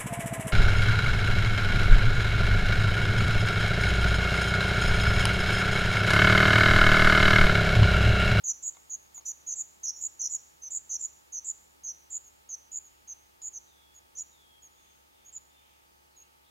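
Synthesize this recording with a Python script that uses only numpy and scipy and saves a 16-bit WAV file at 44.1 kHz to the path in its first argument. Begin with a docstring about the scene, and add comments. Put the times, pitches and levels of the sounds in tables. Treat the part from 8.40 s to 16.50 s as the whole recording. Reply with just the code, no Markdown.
"""Nestlings beg from a grass nest inside a clay pot hung on a wall.
Their thin calls are fast trills, often sung with both sides of the syrinx, and ring on in the pot; the begging thins out.
A chick knocks against the nest, other birds whistle far away, and a faint hum and hiss lie underneath."""
import sys
import numpy as np
from scipy import signal
from scipy.fft import rfft, irfft
from scipy.io import wavfile
from scipy.ndimage import map_coordinates

SR = 44100
rng = np.random.default_rng(int(sys.argv[2]) if len(sys.argv) > 2 else 0)


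def master_out(mix):
    """Clip the mix to full scale and print it as 16-bit PCM to the path in sys.argv[1]."""
    frames = np.transpose(np.atleast_2d(mix))
    ceiling = np.clip(frames, -1, 1)
    pcm = np.round(ceiling * 32767).astype(np.int16)
    wavfile.write(sys.argv[1], SR, pcm)


N = 357210

# first bounces off the pot wall: (delay ms, dB)
WALL_BOUNCES = [(0.446, -12.5), (1.151, -16), (1.899, -18)]
# whistles of distant birds: (s, length s, first pitch Hz, last pitch Hz, level dB, rasp Hz)
WHISTLES = [(5.25, 0.29, 4100, 3337, -70, 59.3), (5.898, .31, 4090, 3263, -68.5, 60.7), (6.281, 0.28, 7160, 6430, -70, 90),
            (6.349, 0.11, 3560, 3510, -73, 25), (6.706, 0.086, 3530, 3600, -73, 60), (7.09, 0.12, 3530, 3610, -71, 25),
            (7.154, 0.52, 6670, 6400, -81, 90), (7.46, .06, 4800, 4600, -78, 150),
            (7.705, 0.077, 4400, 3860, -73, 220), (7.792, 0.042, 2790, 2710, -71, 160), (8.038, 0.067, 3690, 3420, -70.5, 298)]
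TWITTER_COLOUR = [(1500, -17), (2200, 0), (3300, 2.5), (3900, -12), (5000, -59)]   # (Hz, dB)
# chicks stirring: (s, knock on the pot dB, straw crackle dB)
STIRS = [(.348, -69, -60), (.369, -60, -75), (.496, -86, -70), (.778, -60, -70), (.81, -70, -62), (2.378, -88, -66), (3.099, -88, -66), (3.775, -88, -65), (4.092, -76, -70), (5.018, -74, -60.5), (6.974, -88, -66.5)]
POT_MODES = [(757, 3, 0.039), (920, 6.5, 0.039), (1150, 1, 0.06), (1380, 2, 0.02), (2150, -1, 0.053), (3630, 4.5, 0.017)]   # (Hz, dB, t60 s)
# steady hum: (Hz, dB common to both channels, dB opposed between them)
HUM = [(71.2, -75.5, -100), (352, -85, -94), (488, -91.5, -86), (769, -90.5, -87), (841, -80.5, -81), (910.4, -82, -77), (1187, -92, -78.5), (1257, -93, -73), (1340, -94.5, -85)]
# hiss common to both channels, and hiss opposed between them: (Hz, dB per Hz)
COMMON_HISS = [(25, -12), (45, 8.5), (60, 5), (100, 4), (160, 2.5), (400, 0), (1000, -2), (2000, -4), (5000, -4), (9000, -6), (13000, -6.5), (16000, -6)]
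OPPOSED_HISS = [(24, -48), (40, -22), (103, -8), (387, -1.5), (778, -2), (1100, -8.5), (1220, -8.5), (1820, -6),
                (3560, -12.5), (5860, -15.5), (6480, -18), (6980, -18.5), (15500, -30)]
COMMON_DB, OPPOSED_DB = -69.5, -67
POT_T60_S, POT_RING_DB = 0.6, -15
CUTOFF_HZ = 15800   # fixed
TIME = np.arange(N) / SR
# each way of calling: (trill depth Hz at the reference level, share of that depth at the start, trill rate Hz,
# throb dB, # attack dB, swell dB, octave overtone dB, first and last pitch of the second, mostly lower voice
# Hz)
VOICES = {"low": (490, .5, 77, -0.5, 8.5, 5.5, -33.5, 6203, 5849.5),
          "high": (405, 0.51, 80, -2, 6, 8.5, -34, 6780, 6594),
          "two-note": (304, 1.1, 75, -0.5, 12, 5.5, -26.5, 6065, 6024),
          "peep": (420, 1.6, 87, 0, 4, 3.5, -22.5, 5906, 7004)}
# begging calls of a low-voiced and a high-voiced chick, and soft peeps: # (s, voice, length s, middle pitch Hz,
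# pitch fall Hz, level dB, second voice relative to it dB)
BEGS = [(0.036, "low", 0.091, 6590, 650, -28.5, -21), (0.222, "high", .081, 7280, 400, -34, -6), (0.494, "low", 0.068, 6660, 350, -35, -30),
        (.741, "peep", 0.062, 6890, 750, -44.5, -24), (0.85, "two-note", .073, 6890, 592, -35, -5.5), (1.062, "low", 0.086, 6590, 350, -33, -24),
        (1.154, "high", 0.073, 7270, 574, -33, -10), (1.429, "low", 0.085, 6230, 686, -29, -28), (1.553, "peep", 0.091, 6830, 604, -44.5, -17),
        (1.606, "high", 0.073, 7200, 260, -31.5, -16), (1.791, "low", 0.092, 6210, 454, -29.5, -16), (1.891, "high", 0.08, 7090, 444, -31.5, -17),
        (2.213, "low", 0.079, 6215, 300, -40, -10), (2.302, "high", 0.087, 7254, 297, -31.5, -14), (2.491, "low", 0.083, 6460, 533, -31, -10),
        (2.59, "high", 0.079, 7180, 510, -33.5, -24), (2.919, "low", 0.081, 6320, 522, -34.5, -34), (3.041, "high", 0.078, 7280, 545, -32.5, -16),
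        (3.433, "low", 0.092, 6300, 400, -35, -18), (3.7, "high", 0.084, 7180, 268, -34.5, -13.5), (3.839, "peep", 0.058, 6620, 369, -55, -24),
        (4.087, "low", 0.072, 6415, 776, -36, -19), (4.314, "high", 0.0787, 7015, -180, -35.5, -16), (4.438, "peep", 0.05, 6660, 228, -55.5, -29),
        (4.672, "low", .067, 6400, 280, -40, -18), (5.013, "high", 0.083, 7060, -6, -38, -11), (5.127, "low", 0.064, 6410, 510, -41.5, -10),
        (5.54, "peep", 0.059, 6690, 0, -56.5, -30), (5.749, "low", .06, 6120, 550, -45, -14), (5.765, "high", 0.066, 6950, 102, -37, -11.5),
        (6.219, "peep", 0.061, 6650, 345, -53.5, -32), (6.847, "peep", 0.062, 6620, -290, -53, -30), (6.921, "high", 0.0652, 7190, 600, -41.5, -18),
        (7.762, "peep", 0.077, 6630, 140, -55, -30)]
# a louder call trills more widely: reference level, and dB of trill depth per dB of level
REFERENCE_DB, DEPTH_PER_EFFORT = -33, 0.64
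ATTACK_SHARE, CREST_SHARE, RELEASE_SHARE = 0.19, 0.69, 0.81   # where the attack ends, the swell tops and the release begins
RELEASE_DB = 7.5
# bouts of distant twittering, each swelling and fading: (middle s, length s, level dB)
TWITTERS = [(3.95, 1.1, -82), (4.62, 1.1, -76), (5.7, 2.4, -84), (6.5, 0.41, -73.5), (6.85, 0.4, -72), (7.28, 0.68, -70.5), (8.004, 1.1, -79)]
TWITTER_FLOOR_DB = -85
FIRST_CREST_S, RATE_SCATTER = 0.01415, 0.034   # first pitch crest; share by which the trill rate differs between calls
TRILL_START_SHARE = None
TRILL_END_SHARE, WIDEST_SHARE = 0.62, 0.692   # share of the trill depth at the end; point of the call where the trill reaches full depth, then narrows
LOWER_TRILL_SHARE = .32
FADE_S = 0.0058   # a call opens and closes this fast
LOWER_PEAK_SHARE = 0.93   # the second voice holds to this point of the call, then gives way
LOWER_ATTACK_DB, LOWER_RELEASE_DB = 16, 13
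CREST_POINT, TRILL_CORNER = 0.14, 0.085   # second and third harmonic of the trill: pointed crests, zigzag shape


def from_db(db):
    """Decibels to gain."""
    return 10 ** (np.asarray(db) / 20)


def rms_one(x):
    """Scale to unit power."""
    return x / np.sqrt(np.mean(x ** 2) + 1e-20)


def add(track, s, sound):
    """Mix a sound in at a time."""
    at = max(int(s * SR), 0)
    track[at:at + len(sound)] += sound[:N - at]


def wander(size, per_s):
    """Smooth chance of spread 1."""
    knots = rng.standard_normal(2000)  # fixed
    return map_coordinates(knots, [np.arange(size) * per_s / SR], order=3, mode="wrap")


def noise(spectrum):
    """Steady noise of a given colour."""
    hz, db = np.transpose(spectrum)
    bins = np.maximum(np.fft.rfftfreq(N, 1 / SR), 1)
    return rms_one(irfft(rfft(rng.standard_normal(N)) * from_db(np.interp(np.log(bins), np.log(hz), db)), N))


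def delayed(x, ms):
    """The same sound a little later."""
    return irfft(rfft(x) * np.exp(-2j * np.pi * np.fft.rfftfreq(N, 1000 / SR) * ms), N)  # fixed


def reverberate(x, t60):
    """A dense tail of reflections with unit energy."""
    tail = rng.standard_normal(SR) * from_db(-60 * TIME[:SR] / t60)  # fixed
    return signal.fftconvolve(x, tail / np.linalg.norm(tail))[:N]


def syrinx(hz, overtone_db):
    """A nearly pure tone with a faint octave."""
    phase = 2 * np.pi * np.cumsum(hz) / SR
    return np.sqrt(2) * (np.sin(phase) + from_db(overtone_db) * np.sin(2 * phase))


def begging_call(voice, length, pitch_hz, fall_hz, level_db, lower_db):
    """One trill: the pitch sinks and swings with pointed crests; the call swells as the chick pushes harder."""
    depth_hz, start_share, rate_hz, throb_db, attack_db, swell_db, octave_db, lower_first_hz, lower_last_hz = VOICES[voice]
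    t = TIME[:int(length * SR)]
    u = t / length
    turn = 2 * np.pi * rate_hz * (t - FIRST_CREST_S) * (1 + RATE_SCATTER * rng.standard_normal()) + 0.42 * wander(len(t), 59.2)
    trill = np.cos(turn) + CREST_POINT * np.cos(2 * turn) + TRILL_CORNER * np.cos(3 * turn)  # fixed
    width_hz = depth_hz * from_db(DEPTH_PER_EFFORT * (level_db - REFERENCE_DB))
    # no two swings are equally wide
    uneven = 1 + .16 * wander(len(t), 80)  # fixed
    swing = width_hz * np.interp(u, [0, WIDEST_SHARE, 1], [start_share, 1, TRILL_END_SHARE]) * trill * uneven
    # the pitch sinks fastest at the start
    centre = pitch_hz + fall_hz * (.5 - u ** .85) + 45 * wander(len(t), 52)
    effort_db = np.interp(u, [0, ATTACK_SHARE, CREST_SHARE, RELEASE_SHARE, 1], [-swell_db - attack_db, -swell_db, 0, 0, -RELEASE_DB])
    flutter_db = throb_db * trill + 2.2 * wander(len(t), 330)  # fixed
    upper = syrinx(centre + swing + 45 * wander(len(t), 681), octave_db) * from_db(effort_db + flutter_db - 2.0)
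    # the other side of the syrinx sings a second, flatter note, mostly lower, that beats against the first
    lower_hz = lower_first_hz + (lower_last_hz - lower_first_hz) * u + LOWER_TRILL_SHARE * swing + 65 * wander(len(t), 556)
    lower_effort_db = np.interp(u, [0, ATTACK_SHARE, LOWER_PEAK_SHARE, 1], [-LOWER_ATTACK_DB, 0, 0, -LOWER_RELEASE_DB])
    lower = syrinx(lower_hz, octave_db) * from_db(lower_db + lower_effort_db + 1.3 * wander(len(t), 103))
    gate = np.clip(np.minimum(t, length - t) / FADE_S, 0, 1)
    return from_db(level_db) * (upper + lower) * np.sin(gate * np.pi / 2) ** 2


def nestlings():
    """The calls bounce in the pot, which makes their sweeps flutter, and ring on."""
    voices = np.zeros(N)
    for s, *call in BEGS:
        add(voices, s, begging_call(*call))
    near = voices + sum(from_db(db) * delayed(voices, ms) for ms, db in WALL_BOUNCES)
    sound = from_db(1.0) * near + from_db(POT_RING_DB) * reverberate(voices, POT_T60_S)
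    diffuse = np.array([reverberate(voices, POT_T60_S) for side in range(2)])
    return np.array([delayed(sound, ms=0.0049), sound]) * from_db([[-1.2], [1.1]]) + from_db(-22.0) * diffuse


def stirring(crackle_t60=0.058):
    """A foot scuffs the straw and knocks dully on the clay."""
    knocks, straw, t = np.zeros(N), np.zeros(N), TIME[:SR // 10]
    for s, knock_db, straw_db in STIRS:
        for hz, db, t60 in POT_MODES:
            ring = np.sin(2 * np.pi * (hz * t + rng.random())) * from_db(-60 * t / t60)
            add(knocks, s, from_db(knock_db + db) * ring)
        add(straw, s, from_db(straw_db - 60 * t / crackle_t60) * rng.laplace(size=len(t)))
    return knocks + signal.sosfilt(signal.butter(2, [3400, 6000], "band", fs=SR, output="sos"), 2 * straw)


def distant_bird(glide_s=0.065, outdoor_t60=0.97):
    """Slurred whistles and twittering, blurred by the distance."""
    song, twitter = np.zeros(N), np.full(N, from_db(TWITTER_FLOOR_DB))
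    for s, length, first_hz, last_hz, db, rasp_hz in WHISTLES:
        t = TIME[:int(length * SR)]
        hz = last_hz + (first_hz - last_hz) * np.exp(-t / glide_s) + rasp_hz * wander(len(t), 489)
        add(song, s, from_db(db) * syrinx(hz, overtone_db=-46) * signal.windows.tukey(len(t), .2))
    for s, length, db in TWITTERS:
        add(twitter, s - length / 2, from_db(db - 1.0) * np.hanning(int(length * SR)))
    echoes = np.array([reverberate(song, outdoor_t60) + twitter * noise(TWITTER_COLOUR) for side in range(2)])
    return from_db(-4.5) * song + echoes


def background(early_db=3.0):
    """Hum and hiss; the middle range is partly opposed between the channels, and the hiss eases slowly."""
    opposite, hum = np.array([[1], [-1]]), 0
    for hz, common_db, opposed_db in HUM:
        phase = 2 * np.pi * (hz * TIME + rng.random())
        hum = hum + np.sqrt(2) * (from_db(common_db) * np.sin(phase) + from_db(opposed_db) * np.cos(phase) * opposite)
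    common = from_db(COMMON_DB) * noise(COMMON_HISS)
    opposed = from_db(OPPOSED_DB) * noise(OPPOSED_HISS) * opposite
    return hum + (common + opposed) * from_db(early_db * (1.5 - TIME / TIME[-1]))


def scene():
    """The nest in front, the outdoors behind."""
    return nestlings() + stirring() + distant_bird() + background()


def record(dry):
    """The top is cut steeply."""
    return signal.sosfilt(signal.ellip(12, .1, 70, CUTOFF_HZ, fs=SR, output="sos"), dry)


dry = scene()
out = record(dry)
master_out(out)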